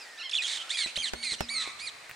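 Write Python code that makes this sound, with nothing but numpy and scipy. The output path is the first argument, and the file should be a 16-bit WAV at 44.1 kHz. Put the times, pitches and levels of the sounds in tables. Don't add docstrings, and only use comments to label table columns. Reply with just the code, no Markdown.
import sys
import numpy as np
from scipy import signal
from scipy.fft import rfft, irfft
from scipy.io import wavfile

SR = 44100
rng = np.random.default_rng(int(sys.argv[2]) if len(sys.argv) > 2 else 0)


def store_wav(level_fs):
    pcm = np.round(np.clip(np.atleast_2d(level_fs), -1, 1) * 32767)
    wavfile.write(sys.argv[1], SR, pcm.T.astype(np.int16))


N = 94815
TOP_HZ, GARDEN_T60_S = 15850, 0.99
FAR_DRIVE = [-1.5, 6, 7, 5, 4, -19]


def undb(db):
    return 10 ** (np.asarray(db) / 20)


def response(curve, hz):
    corners_hz, db = np.array(curve).T
    return undb(np.interp(np.log(np.maximum(hz, 1)), np.log(corners_hz), db))


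def noise(colour):
    hz = np.arange(N // 2 + 1) * SR / N
    x = irfft(rfft(rng.standard_normal(N)) * response(colour, hz), N)
    return x / x.std()


def wander(rate_hz):
    hz = np.arange(N // 2 + 1) * SR / N
    x = irfft(rfft(rng.standard_normal(N)) / (1 + (hz / rate_hz) ** 4), N)
    return x / x.std()


def wide_noise(colour, side):
    return noise(colour) + side * noise(colour) * np.array([[1], [-1]])


def pan(x, pan_db):
    return x * undb(np.array([[pan_db], [-pan_db]]) / 2)


def decay(start_s, decay_s):
    age = np.arange(N) / SR - start_s
    return (age >= 0) * np.exp(-np.maximum(age, 0) / decay_s)


def outdoors(x, pan_db, tail_db, t60_s):
    t = np.arange(SR) / SR
    tail = rng.standard_normal((2, SR)) * np.exp(-np.log(1000) * t / t60_s)
    tail *= undb(tail_db) / np.linalg.norm(tail, axis=1, keepdims=True)
    scatter = rng.standard_normal(SR) * t * np.exp(-t / .008)
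    scatter *= undb(-13) / np.linalg.norm(scatter)
    reflections = signal.fftconvolve(x[None], tail + scatter, axes=1)[:, :N]
    return pan(x, pan_db) + pan(reflections, pan_db / 2)


def voice(calls, throat, drive_db, hiss_db):
    # (frequency [Hz], level [dB])
    hiss_colour = [(300, -26.5), (1200, -8), (2050, 1), (2700, 0.5), (3800, 8.5), (4900, 1.5), (6800, -0.5),
                   (9000, -2), (10300, -15), (12000, -34)]
    flutter_hz, flutter_depth = 124.4, 0.13
    t, out = np.arange(N) / SR, np.zeros(N)
    flutter_rate = flutter_hz * (1 + 0.2 * wander(rate_hz=60.2))
    flutter = flutter_depth * np.sin(2 * np.pi * np.cumsum(flutter_rate) / SR)
    jitter = .04 * wander(rate_hz=560)
    shimmers = [.6 * wander(rate_hz=250) for _ in drive_db]
    hiss = undb(hiss_db) * noise(hiss_colour)
    for call in calls:
        times, hz, db, rough = np.array(call).T
        start, end = times[0] - .002, times[-1] + .005
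        on = (t > start) & (t < end)
        gate = np.interp(t[on], [start, times[0], times[-1], end], [0, 1, 1, 0])
        hz, db, rough = (np.interp(t[on], times, v) for v in (hz, db, np.clip(rough, 0, 1)))
        hoarse = np.sqrt(np.maximum(rough, .14))
        strain = np.interp(rough, [.35, .8], [0, 1])
        pitch = hz * (1 + strain * flutter[on] + hoarse * jitter[on])
        phase = 2 * np.pi * np.cumsum(pitch) / SR
        tone = 0
        for k, (harmonic_db, shimmer) in enumerate(zip(drive_db, shimmers), 1):
            gain = undb(harmonic_db) * response(throat, k * pitch) * (k * pitch < TOP_HZ)
            tone += gain * np.sin(k * phase) * (1 + hoarse * shimmer[on])
        out[on] += gate * undb(db) * (np.sqrt(2) * tone + rough ** 1.25 * hiss[on])
    return out


def air():
    # (frequency [Hz], level [dB])
    air_colour = [(30, -18), (120, -27), (300, -6.5), (650, 1.5), (1200, -0.5), (2000, 5), (3000, -2.5),
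                  (4300, -2), (6000, -7), (8000, -7), (15500, -28.5)]
    rumble_colour = [(20, -34), (55, 1.5), (170, 3), (500, -5), (2000, -70)]
    # (time [s], level [dB])
    air_level = [(0, -48), (.3, -53.5), (0.501, -49), (1.2, -52), (2.15, -51)]
    rumble_level = [(.35, -82), (.5, -67), (.7, -81.5), (1.1, -69), (1.8, -67.5), (2.15, -72)]
    t = np.arange(N) / SR
    bed = wide_noise(air_colour, side=0.42) * undb(np.interp(t, *np.array(air_level).T))
    rumble = noise(rumble_colour) * undb(np.interp(t, *np.array(rumble_level).T))
    return bed + rumble


def ticks():
    # (time [s], level [dB])
    clicks = [(2.0945, -37), (2.1122, -39.5)]
    # (frequency [Hz], level [dB])
    colour = [(50, -13.5), (160, -1), (400, -46), (1200, -12), (1900, -7), (2800, -7.5), (3800, -41),
              (15000, -27)]
    envelope = sum(undb(db) * (decay(at, 0.0043) + undb(-13.5) * decay(at, 0.0058)) for at, db in clicks)
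    return noise(colour) * envelope


def bumps():
    # (time [s], level [dB], relative ring level [dB])
    knocks = [(0.861, -38.5, -13), (0.975, -35, -6.5), (1.135, -28.5, -6.5), (1.322, -50, 5),
              (1.333, -39, -14), (1.407, -25.5, -5), (1.675, -39, -23)]
    # (frequency [Hz], level [dB])
    colour = [(90, -13), (280, 5.5), (650, 0.5), (1500, -3), (3000, -11), (7000, -16.5), (15000, -33)]
    # (frequency [Hz], level [dB], t60 [s])
    modes = [(62.4, -5, 0.132), (113.5, -13.5, 0.098), (187, 4.5, 0.029), (237, -15.5, 0.7),
             (333, -10, 0.045), (589, -9.5, 0.091)]
    t, out = np.arange(N) / SR, 0
    grit = wide_noise(colour, side=0.93)
    for at, db, ring_db in knocks:
        ring = sum(undb(mode_db) * decay(at, t60 / np.log(1000)) * np.sin(2 * np.pi * hz * (at - t))
                   for hz, mode_db, t60 in modes)
        crack = undb(0.5) * decay(at, 0.0028)
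        scuff = undb(-13) * decay(at, 0.018)
        out += undb(db) * (pan(grit * (crack + scuff), pan_db=-4) + undb(ring_db) * ring)
    return out


def distant_wails():
    # (time [s], pitch [Hz], level [dB], roughness)
    calls = [
        [(.05, 1928, -56, 0.22), (.24, 1741, -52.5, 0.2)],
        [(.6, 1310, -48.5, 0.53), (.69, 1400, -51, 0.6)],
        [(1.505, 1146, -55, 0.64), (1.56, 1300, -46, 0.22), (1.61, 1292, -44.5, 0.46),
         (1.68, 1202, -45.5, 0.65), (1.715, 1153, -51.5, 0.61)],
    ]
    # (frequency [Hz], gain [dB])
    throat = [(600, 32), (1250, -3), (2000, 3.5), (3900, -37), (9000, -80)]
    wails = voice(calls, throat, FAR_DRIVE, hiss_db=0.5)
    return outdoors(wails, pan_db=-1, tail_db=-2, t60_s=2.6)


def answers_and_echoes():
    # (time [s], pitch [Hz], level [dB], roughness)
    answer_calls = [
        [(0, 2696, -50, 0.21), (.03, 2450, -48, 0.12), (.11, 1860, -84, 0.15)],
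        [(.09, 4700, -61, 0.09), (.13, 5070, -55, 0.048), (.18, 6300, -49, 0.071)],
        [(.176, 1136, -57, 0.12), (.202, 1460, -48.5, 0.26), (.218, 1280, -47, 0.19), (.235, 1502, -50.5, 0.27)],
        [(.228, 1023, -56, 0.15), (.242, 1087, -49.5, 0.15), (.263, 1056, -46, 0.11), (.292, 987, -59.5, 0.15)],
        [(1.385, 3020, -47, 0.31), (1.43, 2600, -44, 0.32), (1.458, 2370, -53, 0.27)],
    ]
    echo_calls = [
        [(.59, 3122, -38.5, 0.29), (.628, 3143, -41.5, 0.66)],
        [(.868, 2480, -33.5, 0.48), (.91, 2566, -44.5, 0.64)],
        [(1.675, 2267, -49, 0.2), (1.708, 1949, -43, 0.18)],
    ]
    # (frequency [Hz], gain [dB])
    throat = [(600, -38), (1300, -4), (2200, -4.5), (3200, 0), (4200, -5), (5200, -6.5), (6300, -16.5),
              (7700, -27), (9000, -48), (12000, -58)]
    echo_drive = [0, -17]
    answers = voice(answer_calls, throat, FAR_DRIVE, hiss_db=0.5)
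    echoes = voice(echo_calls, throat, echo_drive, hiss_db=0.5)
    return outdoors(answers + echoes, pan_db=-3.5, tail_db=-8, t60_s=GARDEN_T60_S)


def near_chicks():
    # (time [s], pitch [Hz], level [dB], roughness)
    squawk_calls = [
        [(.296, 3450, -27.5, 0.5), (.305, 3270, -43, 0.6)],
        [(.414, 1700, -40, 0), (.423, 1920, -28.5, 0.47), (.438, 1870, -31.5, 0.89)],
        [(.438, 2804, -40, 0.1), (.445, 3320, -24.5, 0.18), (.481, 3120, -33.5, 1.1)],
        [(.481, 2064, -31.5, .75), (.52, 1960, -31.5, 0.9), (.565, 1850, -35, 1.11), (.585, 1500, -37.5, 1)],
        [(.694, 1400, -31, 0.65), (.701, 1634, -34, 0.17), (.705, 1779, -24, 0.32), (.72, 2150, -29.5, 0.54),
         (.742, 2500, -29.5, 0.49), (.768, 2380, -33.5, 0), (.79, 2300, -26.5, 0.22), (.815, 2180, -24.5, 0.08),
         (.835, 2090, -31.5, 0.28), (.845, 2040, -26.5, 0.19), (.862, 1970, -31, 0.07)],
        [(.747, 3210, -32, 0.3), (.764, 3420, -31.5, 0.2)],
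        [(.772, 2060, -28.5, 0.66), (.795, 1850, -29.5, 0.53), (.82, 1650, -29.5, 0.4), (.838, 1400, -29, 0.48)],
        [(.959, 1450, -28, 0.42), (.967, 1988, -25.5, 0), (.974, 2660, -26, 0.42)],
        [(.976, 3100, -30, 0.2), (1.002, 3236, -25.5, 0.2), (1.023, 3040, -29.5, 0.07)],
        [(1.023, 2406, -27.5, 0.08), (1.04, 2160, -27.5, 0.22), (1.047, 2024, -25, 0.18),
         (1.062, 1870, -30, 0.61), (1.095, 1380, -30, 0.41)],
        [(1.15, 2137, -46, 0), (1.226, 2270, -35, 0.2), (1.241, 2190, -27.5, 0), (1.26, 2116, -31, 0),
         (1.275, 2047, -25.5, 0), (1.33, 1740, -56, 0)],
        [(1.229, 1400, -31.5, 0.2), (1.235, 1970, -30.5, 0.25), (1.248, 2480, -27.5, 0.45),
         (1.285, 2294, -31.5, 0.24), (1.31, 2115, -28, 0.48), (1.326, 1997, -25.5, 0.34),
         (1.338, 1825, -32, 1.17), (1.353, 1400, -38.5, 0.77)],
        [(1.485, 1538, -42, 0.42), (1.492, 1885, -29.5, 0.07), (1.502, 2270, -27.5, 0.08), (1.53, 2315, -26, 0),
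         (1.547, 2210, -27.5, .2), (1.568, 2120, -24, 0.05), (1.595, 2000, -32.5, 0.42),
         (1.612, 1950, -28, 0.48), (1.635, 1830, -35.5, 0.8), (1.665, 2036, -42, 0.65), (1.72, 1900, -49, 0.65)],
        [(1.786, 1407, -46.5, 0.51), (1.803, 2164, -35.5, 0.57), (1.835, 2470, -30.5, 0.03),
         (1.866, 2400, -33.5, 0.42), (1.876, 2090, -27, 0), (1.897, 1667, -42.5, 0.86)],
    ]
    squeal_call = [(.314, 5430, -15, 0.1), (.317, 4284, -32, 0.11), (.320, 2843, -32, 0.49),
                   (.330, 2340, -31, 0.42), (.334, 3480, -27, .15), (.341, 3385, -24.5, 0.21),
                   (.345, 2545, -29, 0.81), (.349, 3490, -28.5, 0.13), (.354, 3510, -16, 0.16),
                   (.358, 2850, -33, 0.724), (.362, 3480, -19, .1), (.371, 3316, -27.5, 0.35),
                   (.375, 4590, -30, 0.062), (.380, 3050, -23, 0.054), (.391, 2630, -21, 0.093),
                   (.405, 2450, -25.5, 0.085), (.412, 2445, -21, 0.084)]
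    # (frequency [Hz], gain [dB])
    throat = [(500, -48), (1200, -71), (1700, -15.5), (2300, -12.5), (3300, -5.5), (4200, -4.5),
              (4650, -14), (5100, -19), (6500, -17), (7300, -15.5), (8600, -15), (9400, -16),
              (10200, -22.5), (11400, -32.5), (12200, -66)]
    squawk_drive = [0, 0, -8, -2, -9, -6]
    squeal_drive = [2, -7.5, -14.5]
    squawks = voice(squawk_calls, throat, squawk_drive, hiss_db=-4)
    squeal = voice([squeal_call], throat, squeal_drive, hiss_db=-4.5)
    return outdoors(squawks + squeal, pan_db=-4.3, tail_db=-11.7, t60_s=GARDEN_T60_S)


def scene():
    return near_chicks() + answers_and_echoes() + distant_wails() + bumps() + ticks() + air()


def record(dry):
    return signal.sosfilt(signal.ellip(10, .2, 80, TOP_HZ, fs=SR, output="sos"), dry)


dry = scene()
out = record(dry)
store_wav(out)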